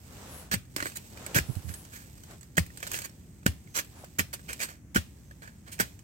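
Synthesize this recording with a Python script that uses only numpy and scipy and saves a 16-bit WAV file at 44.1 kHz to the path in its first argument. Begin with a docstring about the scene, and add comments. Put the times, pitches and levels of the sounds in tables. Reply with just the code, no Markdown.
"""Woodland floor on a still night, stereo microphone close to a hand working dry soil for mushrooms.
A sleeve swishes in; at 0.5 s the fingers strike the crust with a crunch and a dull thump, then drag
through crumbs and snap bits of twig and leaf. Near 1.5 s the arm sweeps by and buffets the right port.
The hardest blows fall at 2.6 and 3.5 s, and the digging goes on to the end at 6 s. Throughout, the
undergrowth gives a faint short echo, and insects chirr far off over a low rumble."""
import sys
import numpy as np
from scipy import signal
from scipy.fft import rfft, irfft, next_fast_len
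from scipy.io import wavfile
from scipy.ndimage import uniform_filter1d

SR = 44100
rng = np.random.default_rng(int(sys.argv[2]) if len(sys.argv) > 2 else 0)


def master_out(mix):
    """Clip the mix to full scale and print it as 16-bit PCM to the path in sys.argv[1]."""
    frames = np.transpose(np.atleast_2d(mix))
    ceiling = np.clip(frames, -1, 1)
    pcm = np.round(ceiling * 32767).astype(np.int16)
    wavfile.write(sys.argv[1], SR, pcm)


N = 265923
HZ = abs(np.fft.fftfreq(4096, 1 / SR))  # frequency axis of the dB curves

# fingers touch the crust, it breaks, the earth knocks and rebounds: t/s, break level/dB, t60/s,
# tilt/(dB per octave), clod ring f/Hz, touch lead/s, touch level/dB,
# knock level/dB, knock f/Hz, knock swell/s, rebound level/dB, rebound f/Hz
BLOWS = [(0.5375, -20.5, 0.039, 2, 2080, .025, -28.5, -23, 191, 0.0028, -30.5, 107),
         (1.360, -16.8, 0.085, 2.5, 1620, 0.016, -24.5, -16.5, 134, 0.003, -29.5, 149),
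         (1.384, -16.5, 0.026, 0, 2070, 0.01, -28.5, -27, 170, 0.0033, -26.5, 71.5),
         (2.5779, -11, 0.028, -1, 1940, 0.01, -27.5, -19.5, 181, 0.0051, -21.5, 86),
         (3.4621, -10, 0.013, 0.5, 1600, 0.0043, -37.5, -11.5, 220, 0.0011, -22, 83.6),
         (4.1912, -19, 0.062, .5, 2550, .0065, -26, -26.5, 180, 0.0044, -35.5, 89),
         (4.9581, -14, 0.06, -0.5, 1514, 0.013, -32.5, -20.5, 208, 0.0031, -25.5, 89.5),
         (5.7973, -19, 0.09, 0, 1400, 0.0082, -35.5, -28, 219, 0.0054, -38, 112)]
# how much the hand stirs the loose litter: t/s, relative level/dB
STIRRING = [(0, -56.5), (.14, -50.5), (.42, -53), (.6, -72), (.8, -50.5), (1.4, -51), (2.33, -56),
            (2.6, -64), (2.92, -42), (3.07, -59), (3.45, -63.5), (3.9, -55.5), (4.3, -59.5), (4.57, -49),
            (4.78, -80), (5.05, -61), (5.66, -63), (5.84, -51), (6.03, -65)]
# spectrum of crumbs and dry bits: f/Hz, level/dB
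CRUMB_SPECTRUM = [(150, -6.5), (300, -2.5), (600, -5), (850, -6), (1200, -1), (1700, 3.5), (2300, -8),
                  (3000, -5), (4000, -5.5), (5500, -9), (8200, -2), (9300, -10), (12500, -8.5),
                  (15800, -12)]
# how alike sleeve and night air are at the two microphone ports: f/Hz, likeness
AIR_LIKENESS = [(60, 0.97), (250, 0.88), (600, 0.82), (2000, 0), (5000, 0)]


def soil():
    """Close up: a light touch, a dense crunch as the crust breaks, and grainier drags through crumbs."""
    # spectrum of the dry crust: f/Hz, level/dB
    crust = [(150, 4), (300, 4.5), (600, -7.5), (850, -7), (1200, -6.5), (1700, 6.5), (2300, -8),
             (3000, -7.5), (4000, -10), (5500, -12.5), (8200, -7.5), (9300, -16.5), (12500, -11),
             (15800, -15.5)]
    # finger drags: t/s, level/dB, rise/s, t60/s, tilt/(dB per octave), ring f/Hz
    scrapes = [(.52, -36.5, 0.022, 0.057, -1, 607), (0.766, -40, 0.014, 0.35, -1, 1950),
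               (.83, -38, 0.041, 0.13, 2, 8200), (.95, -33, 0.02, 0.038, 4.5, 7040),
               (1.345, -29, 0.02, 0.086, -8, 590), (1.675, -45, 0.017, 0.23, 0.5, 1970),
               (1.909, -44.5, 0.032, 0.46, 2.5, 1750), (2.825, -42.5, .009, 0.19, 0.5, 2310),
               (2.912, -34, 0.04, 0.3, 3, 1650), (3.033, -34, 0.021, 0.038, 1.5, 2340),
               (3.74, -27, 0.035, 0.096, 1, 7300), (3.782, -23.5, 0.0081, 0.055, 1, 2470),
               (4.328, -29.5, 0.011, 0.053, 1, 2980), (4.48, -35, .021, 0.12, -1, 2580),
               (4.59, -29, 0.03, 0.13, 1, 2460), (4.623, -27, 0.0081, 0.092, 1.5, 1600),
               (4.68, -43.5, 0.0088, 0.23, 0.5, 710), (5.42, -45, 0.011, 0.25, -2, 1700),
               (5.659, -47.5, 0.021, 0.19, -1.5, 1860), (5.714, -38, 0.014, 0.11, 4, 2350),
               (5.799, -22, .009, 0.057, 7, 8300)]
    out, touch_rise_s = np.zeros((2, N)), 0.0022
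    for s, db, t60, tilt_db, ring_hz, lead_s, touch_db, *_ in BLOWS:
        touch = burst(touch_db, touch_rise_s, t60=0.054, tilt_db=1.5, ring_hz=ring_hz, spectrum=crust,
                      ring_db=-6, per_s=16000, spread_db=5, ripple_db=4.5,
                      hold_s=max(lead_s - touch_rise_s, 0))  # lasts until the break
        crunch = burst(db, rise_s=0.0027, t60=t60, tilt_db=tilt_db, ring_hz=ring_hz, spectrum=crust,
                       ring_db=7.5, per_s=16000, spread_db=3, ripple_db=5.5)
        add(out, s - lead_s, touch)
        add(out, s, crunch)
    for s, *drag in scrapes:
        add(out, s, burst(*drag, CRUMB_SPECTRUM, ring_db=6.5, per_s=3600, spread_db=1,
                          ripple_db=5.5, clump_db=1.5))
    return out


def burst(db, rise_s, t60, tilt_db, ring_hz, spectrum, ring_db, per_s, spread_db, ripple_db,
          clump_db=0, hold_s=0):
    """A shower of grains that builds while the soil is loaded and dies as it settles."""
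    # resonances of the microphone's housing and ports: f/Hz, width/Hz, level/dB
    housing = [(591, 175, 8), (774, 380, -3), (1530, 200, 4), (2335, 340, 8.5), (3160, 350, 0.5),
               (3640, 480, -5.5), (4470, 92, 5), (6270, 140, 4), (7540, 180, 0.5), (7750, 1200, -1.5),
               (10360, 1260, -2.5)]
    t = np.arange(SR // 3) / SR
    rise = np.minimum(t / max(rise_s, 1e-4), 1)
    decay = amp(-60 * np.maximum(t - rise_s - hold_s, 0) / max(t60, 1e-3))
    clumps = unit(amp(clump_db * wobble(len(t), per_s=275)))  # crumbs stick and give way together
    slope = tilt_db * np.log2(np.maximum(HZ, 400) / 3000)
    # each fragment has one main ring and many weaker ones of its own
    knots_hz = np.arange(0, SR / 2, 200)
    ripple = ripple_db * np.interp(HZ, knots_hz, rng.standard_normal(len(knots_hz)))
    ripple *= np.minimum(HZ / 4000, 1)
    ripple /= max(t60 / 0.087, 1)  # a long drag stirs many fragments, whose rings average out
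    rings = peak(ring_hz, 280, ring_db) + ripple + sum(peak(*mode) for mode in housing)
    shower = grains(len(t), per_s, spread_db) * rise * decay * clumps
    return amp(db) * colour(shower, read(spectrum, HZ) + slope + rings)


def grains(count, per_s, spread_db):
    """Tiny fractures of uneven size, at the same instants for both ports."""
    size = amp(spread_db * np.minimum(rng.exponential(1, count), 4))
    breaks = rng.random(count) < per_s / SR
    return unit(size * breaks * rng.choice([-1, 1], (2, count)))


def earth(rebound_after_s=0.0199, rebound_swell_s=0.0072, clod_cycles=0.57):
    """Packed earth knocks and rebounds under each blow; dropped clods only tap it."""
    # small clods landing: t/s, level/dB, f/Hz
    clods = [(0.7645, -31.5, 312), (0.8256, -32, 300), (.858, -34, 335), (4.039, -36, 660)]
    pushes = [(s, db, hz, clod_cycles / hz) for s, db, hz in clods]
    for s, *_, knock_db, knock_hz, swell_s, rebound_db, rebound_hz in BLOWS:
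        pushes.append((s, knock_db, knock_hz, swell_s))
        pushes.append((s + rebound_after_s, rebound_db, rebound_hz, rebound_swell_s))
    return swings(pushes, rough=0.043)


def swings(pushes, rough, sag_per_cycle=0.029):
    """Low, slightly ragged pushes that swell, then slow and settle within a few cycles."""
    out, t = np.zeros((2, N)), np.arange(SR // 6) / SR
    for s, db, hz, swell_s in pushes:
        swell = (t / swell_s * np.exp(1 - t / swell_s)) ** 0.81
        turns = np.cumsum(hz / (1 + sag_per_cycle * hz * t)) / SR
        motion = np.sin(2 * np.pi * turns) + rough * wobble(len(t), per_s=4.5 * hz)
        add(out, s, -amp(db) * swell * motion)
    return out


def twigs(ticks=24, low_hz=1570, high_hz=8300):
    """Twigs and leaves snap under the hand; stray ticks follow the strength of the stirring."""
    # the distinct snaps: t/s, relative level/dB, ring f/Hz
    snaps = [(0.763, -19.5, 8300), (0.783, -27, 1920), (.8034, -23.5, 2040), (.825, -21.5, 1970),
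             (0.8562, -25, 1920), (0.8668, -27, 1950), (0.9711, -34, 7820), (1.2634, -28, 7800),
             (1.7391, -30, 8260), (2.174, -50, 5340), (2.2356, -39, 7700), (2.3103, -43, 7150),
             (2.41, -42, 7740), (2.4305, -44, 7900), (2.6632, -39.5, 8700), (2.7732, -32, 8900),
             (2.828, -25.5, 2320), (2.8726, -28, 7240), (2.9161, -23, 8750), (2.9353, -29, 8600),
             (2.9418, -22.5, 2750), (2.959, -37, 6500), (2.9745, -33, 6000), (2.9879, -26, 7340),
             (3.019, -29.5, 4500), (4.044, -37.5, 8030), (4.53, -24.5, 7560), (4.6016, -29, 2360),
             (5.31, -43.5, 1750), (5.4202, -37, 1700), (5.476, -37.5, 1740), (5.9915, -45.5, 5700)]
    out = np.zeros((2, N))
    for s, db, ring_hz in snaps:
        add(out, s, snap(db, ring_hz))
    for when, smallness, softness in rng.random((ticks, 3)):
        s = when * N / SR
        db = np.interp(s, *np.transpose(STIRRING)) + 12 - 1.5 * (2 * softness - 1)
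        add(out, s, snap(db, low_hz * (high_hz / low_hz) ** smallness))
    return amp(-2.5) * out


def snap(db, ring_hz):
    """One dry piece breaking: the smaller it is, the higher and brighter."""
    return burst(db, rise_s=0.00004, t60=0.031, tilt_db=1.8 * np.log2(ring_hz / 4000), ring_hz=ring_hz,
                 spectrum=CRUMB_SPECTRUM, ring_db=12, per_s=14000, spread_db=-1.3, ripple_db=4.5)


def litter():
    """Fine crackle of leaves and dust that follows the stirring of the hand."""
    # spectrum of loose litter: f/Hz, level/dB
    spectrum = [(200, 13.5), (500, 6.5), (900, 2), (1300, -4), (2000, -1.5), (4000, -2.5), (6500, -2),
                (8200, 4), (9300, -9), (12500, -0.5), (15800, -3.5)]
    stirring = amp(np.interp(np.arange(N) / SR, *np.transpose(STIRRING)) - 2)
    return stirring * colour(grains(N, per_s=1800, spread_db=0.5), read(spectrum, HZ))


def sleeve(idle_db=-72.5):
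    """Cloth, never quite still, slides with the arm: a soft swish, and a narrow sheen to the left."""
    # arm sweeps: fastest at t/s, length/s, swish level/dB, sheen level/dB
    sweeps = [(0.257, 0.57, -50.5, -80), (0.367, 0.44, -51.5, -48.5), (1.297, 0.5, -46.5, -72),
              (1.526, 0.44, -54, -52.5), (1.742, 0.55, -59, -49.5), (2.319, .15, -52, -62),
              (4.002, 0.25, -54.5, -59)]
    # spectra of the cloth's swish and the weave's sheen: f/Hz, level/dB
    cloth = [(60, -8.5), (300, 0), (800, -2), (1400, -5), (2500, -10.5), (5000, -14.5), (8200, -11.5),
             (16000, -57)]
    weave = [(60, -40), (7500, -33), (9200, -10), (10200, -9), (11100, -6), (11900, -8), (12700, -26),
             (16000, -13)]
    t, swish_power, sheen_power = np.arange(N) / SR, amp(idle_db) ** 2, 0
    for s, length_s, swish_db, sheen_db in sweeps:
        speed = np.cos(np.pi * np.clip((t - s) / length_s, -0.5, 0.5)) ** 2
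        swish_power += (amp(swish_db) * speed) ** 2
        sheen_power += (amp(sheen_db) * speed ** 3.5) ** 2  # grows faster with speed than the swish
    swish = np.sqrt(swish_power) * colour(grains(N, per_s=9000, spread_db=1.5), read(cloth, HZ))
    sheen = np.sqrt(sheen_power) * noise(read(weave, HZ)) * amp([[2.5], [-2.5]])
    return ports(swish, AIR_LIKENESS, lag_s=0.00017) + sheen


def buffets(swell_s=0.0069):
    """Air pushed by the passing arm hits the microphone, mostly its right port."""
    # puffs of air: t/s, level/dB, f/Hz
    puffs = [(1.486, -18.5, 134.7), (1.563, -22.5, 97.6), (1.645, -30.5, 100.5), (1.669, -26, 91.5),
             (1.695, -28.5, 101)]
    return swings([(*puff, swell_s) for puff in puffs], rough=0.31) * amp([[-18], [0]])


def diffuse(x):
    """Fragments ring differently in each direction, so scatter keeps the loudness but loses the rings."""
    # spectrum coming back from all sides: f/Hz, level/dB
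    spectrum = [(100, 1), (400, 2.5), (900, -5.5), (1600, 1.5), (2500, 2), (4000, -1.5), (6000, -4),
                (8200, -3.5), (9400, -8), (15800, -7.5)]
    power = abs(uniform_filter1d((x ** 2).mean(0), size=90))
    return np.sqrt(power) * noise(read(spectrum, HZ))


def undergrowth(x, t60, build_s):
    """Echoes from the stems and ground around the microphone, different at each port."""
    t = np.arange(SR // 2) / SR
    taps = grains(len(t), per_s=4200, spread_db=3) * amp(-60 * t / t60) * np.minimum(t / build_s, 1)
    return signal.oaconvolve(x, taps / np.linalg.norm(taps[0]), axes=1)[:, :N]


def insect(pitch_hz=6250):
    """One distant insect gives faint, slightly unsteady chirps."""
    # chirps: t/s, level/dB, length/s
    chirps = [(3.639, -61, 0.25), (5.198, -70, 0.18)]
    out = np.zeros((2, N))
    for s, db, length_s in chirps:
        count = int(length_s * SR)
        turns = np.cumsum(pitch_hz * (1 + 0.008 * wobble(count, per_s=265))) / SR
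        add(out, s, amp(db) * signal.windows.hann(count) * np.sin(2 * np.pi * turns))
    return out


def chorus(centre_hz=8200, width_hz=400):
    """Farther off, small insects chirr in a narrow band that swells and fades unevenly."""
    band_db = -np.minimum(12 * ((HZ - centre_hz) / width_hz) ** 2, 60)
    pulsing = unit(amp(5 * wobble(N, per_s=10)))
    return amp(-73.5) * pulsing * noise(band_db)


def night():
    """The ambience of the place: a steady low rumble under a faint hiss that wavers."""
    # spectrum of the night air: f/Hz, level/dB
    spectrum = [(20, -36), (35, -12.5), (60, 4.5), (130, 0.5), (200, -3.5), (300, -10.5), (500, -24),
                (1000, -35.5), (2000, -30), (4000, -50), (6400, -32), (8100, -37), (9300, -40.5),
                (15800, -40)]
    air = noise(read(spectrum, HZ))
    rumble = signal.sosfiltfilt(signal.butter(2, 500, fs=SR, output="sos"), air)
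    hiss = (air - rumble) * amp(0.48 * wobble(N, per_s=13))
    return amp(-50.5) * ports(rumble + hiss, AIR_LIKENESS)


def ports(x, likeness, lag_s=0, balance=None):
    """The microphone's two ports hear partly the same sound; the left gets it lag_s later."""
    size = next_fast_len(N + 512)
    hz = np.fft.rfftfreq(size, 1 / SR)
    other, right = rfft(x, size)
    same = np.clip(read(likeness, hz), 0, 1)
    left = (same * right + np.sqrt(1 - same ** 2) * other) * np.exp(-2j * np.pi * hz * lag_s)
    lean = amp(read(balance, hz) / 2) if balance else 1
    return irfft([left * lean, right / lean], size)[:, :N]


def amp(db):
    """Decibels to gain."""
    return 10 ** (np.asarray(db) / 20)


def unit(x):
    """Scales to rms 1."""
    return x / np.sqrt(np.mean(x ** 2) + 1e-20)


def read(points, hz):
    """Reads a spectrum table on a log-frequency axis."""
    f, value = np.transpose(points)
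    return np.interp(np.log(hz + 1), np.log(f + 1), value)


def peak(hz, width_hz, db):
    """One resonance as a dB curve over HZ."""
    return db / (1 + ((HZ - hz) / (width_hz / 2)) ** 2)


def colour(x, db):
    """Minimum-phase filter of unit power with a dB curve over HZ."""
    log_gain = np.log(unit(amp(db)) + 1e-6)
    taps = np.fft.ifft(np.exp(np.conj(signal.hilbert(log_gain)))).real
    return signal.oaconvolve(x, taps[None], axes=1)[:, :x.shape[1]]


def noise(db):
    """Two unrelated channels of noise, shaped by a dB curve over HZ."""
    return colour(rng.standard_normal((2, N)), db)


def wobble(count, per_s):
    """Smooth random motion of rms near 1."""
    knots = rng.standard_normal(count // 20)
    return np.interp(np.arange(count) * per_s / SR, np.arange(len(knots)), knots)


def add(mix, s, sound):
    """Lays a sound into the mix at time s."""
    part = mix[:, max(round(s * SR), 0):][:, :sound.shape[-1]]
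    part += sound[..., :part.shape[1]]


def scene():
    """The hand close on the right, the arm passing the microphone, undergrowth around, insects far off."""
    # how alike the hand's crackle is at the two ports: f/Hz, likeness (clipped to 0-1)
    likeness = [(60, 3), (300, 0.33), (700, -0.82), (1700, 1.84), (2800, 0.47), (4200, 0.5), (5200, -0.5),
                (8500, 0.38), (12000, 0), (16000, 0)]
    # its balance between them: f/Hz, left minus right level/dB
    balance = [(60, -5.5), (300, 4), (500, 1.5), (1000, -3), (1700, -5.5), (3000, -4), (4500, -8.5),
               (6500, -10), (8200, -9), (9500, 4), (13000, 1), (16000, -5)]
    crackle = ports(soil() + twigs() + litter(), likeness, lag_s=0.0003416, balance=balance)
    thumps = earth()
    scattered = diffuse(crackle) + amp(3) * thumps
    near_echo = amp(-12.5) * undergrowth(scattered, t60=0.088, build_s=0.007)
    far_echo = amp(-22.5) * undergrowth(scattered, t60=0.25, build_s=0.047)
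    return crackle + thumps + near_echo + far_echo + buffets() + sleeve() + night() + insect() + chorus()


def record(dry, low_cut_hz=42, edge_hz=16000):
    """The recorder's bass roll-off and band limit."""
    dry = signal.sosfilt(signal.butter(2, low_cut_hz, "high", fs=SR, output="sos"), dry)
    band_limit = signal.firwin(401, edge_hz, window=("kaiser", 8), fs=SR)
    return signal.oaconvolve(dry, band_limit[None], "same")


dry = scene()
out = record(dry)
master_out(out)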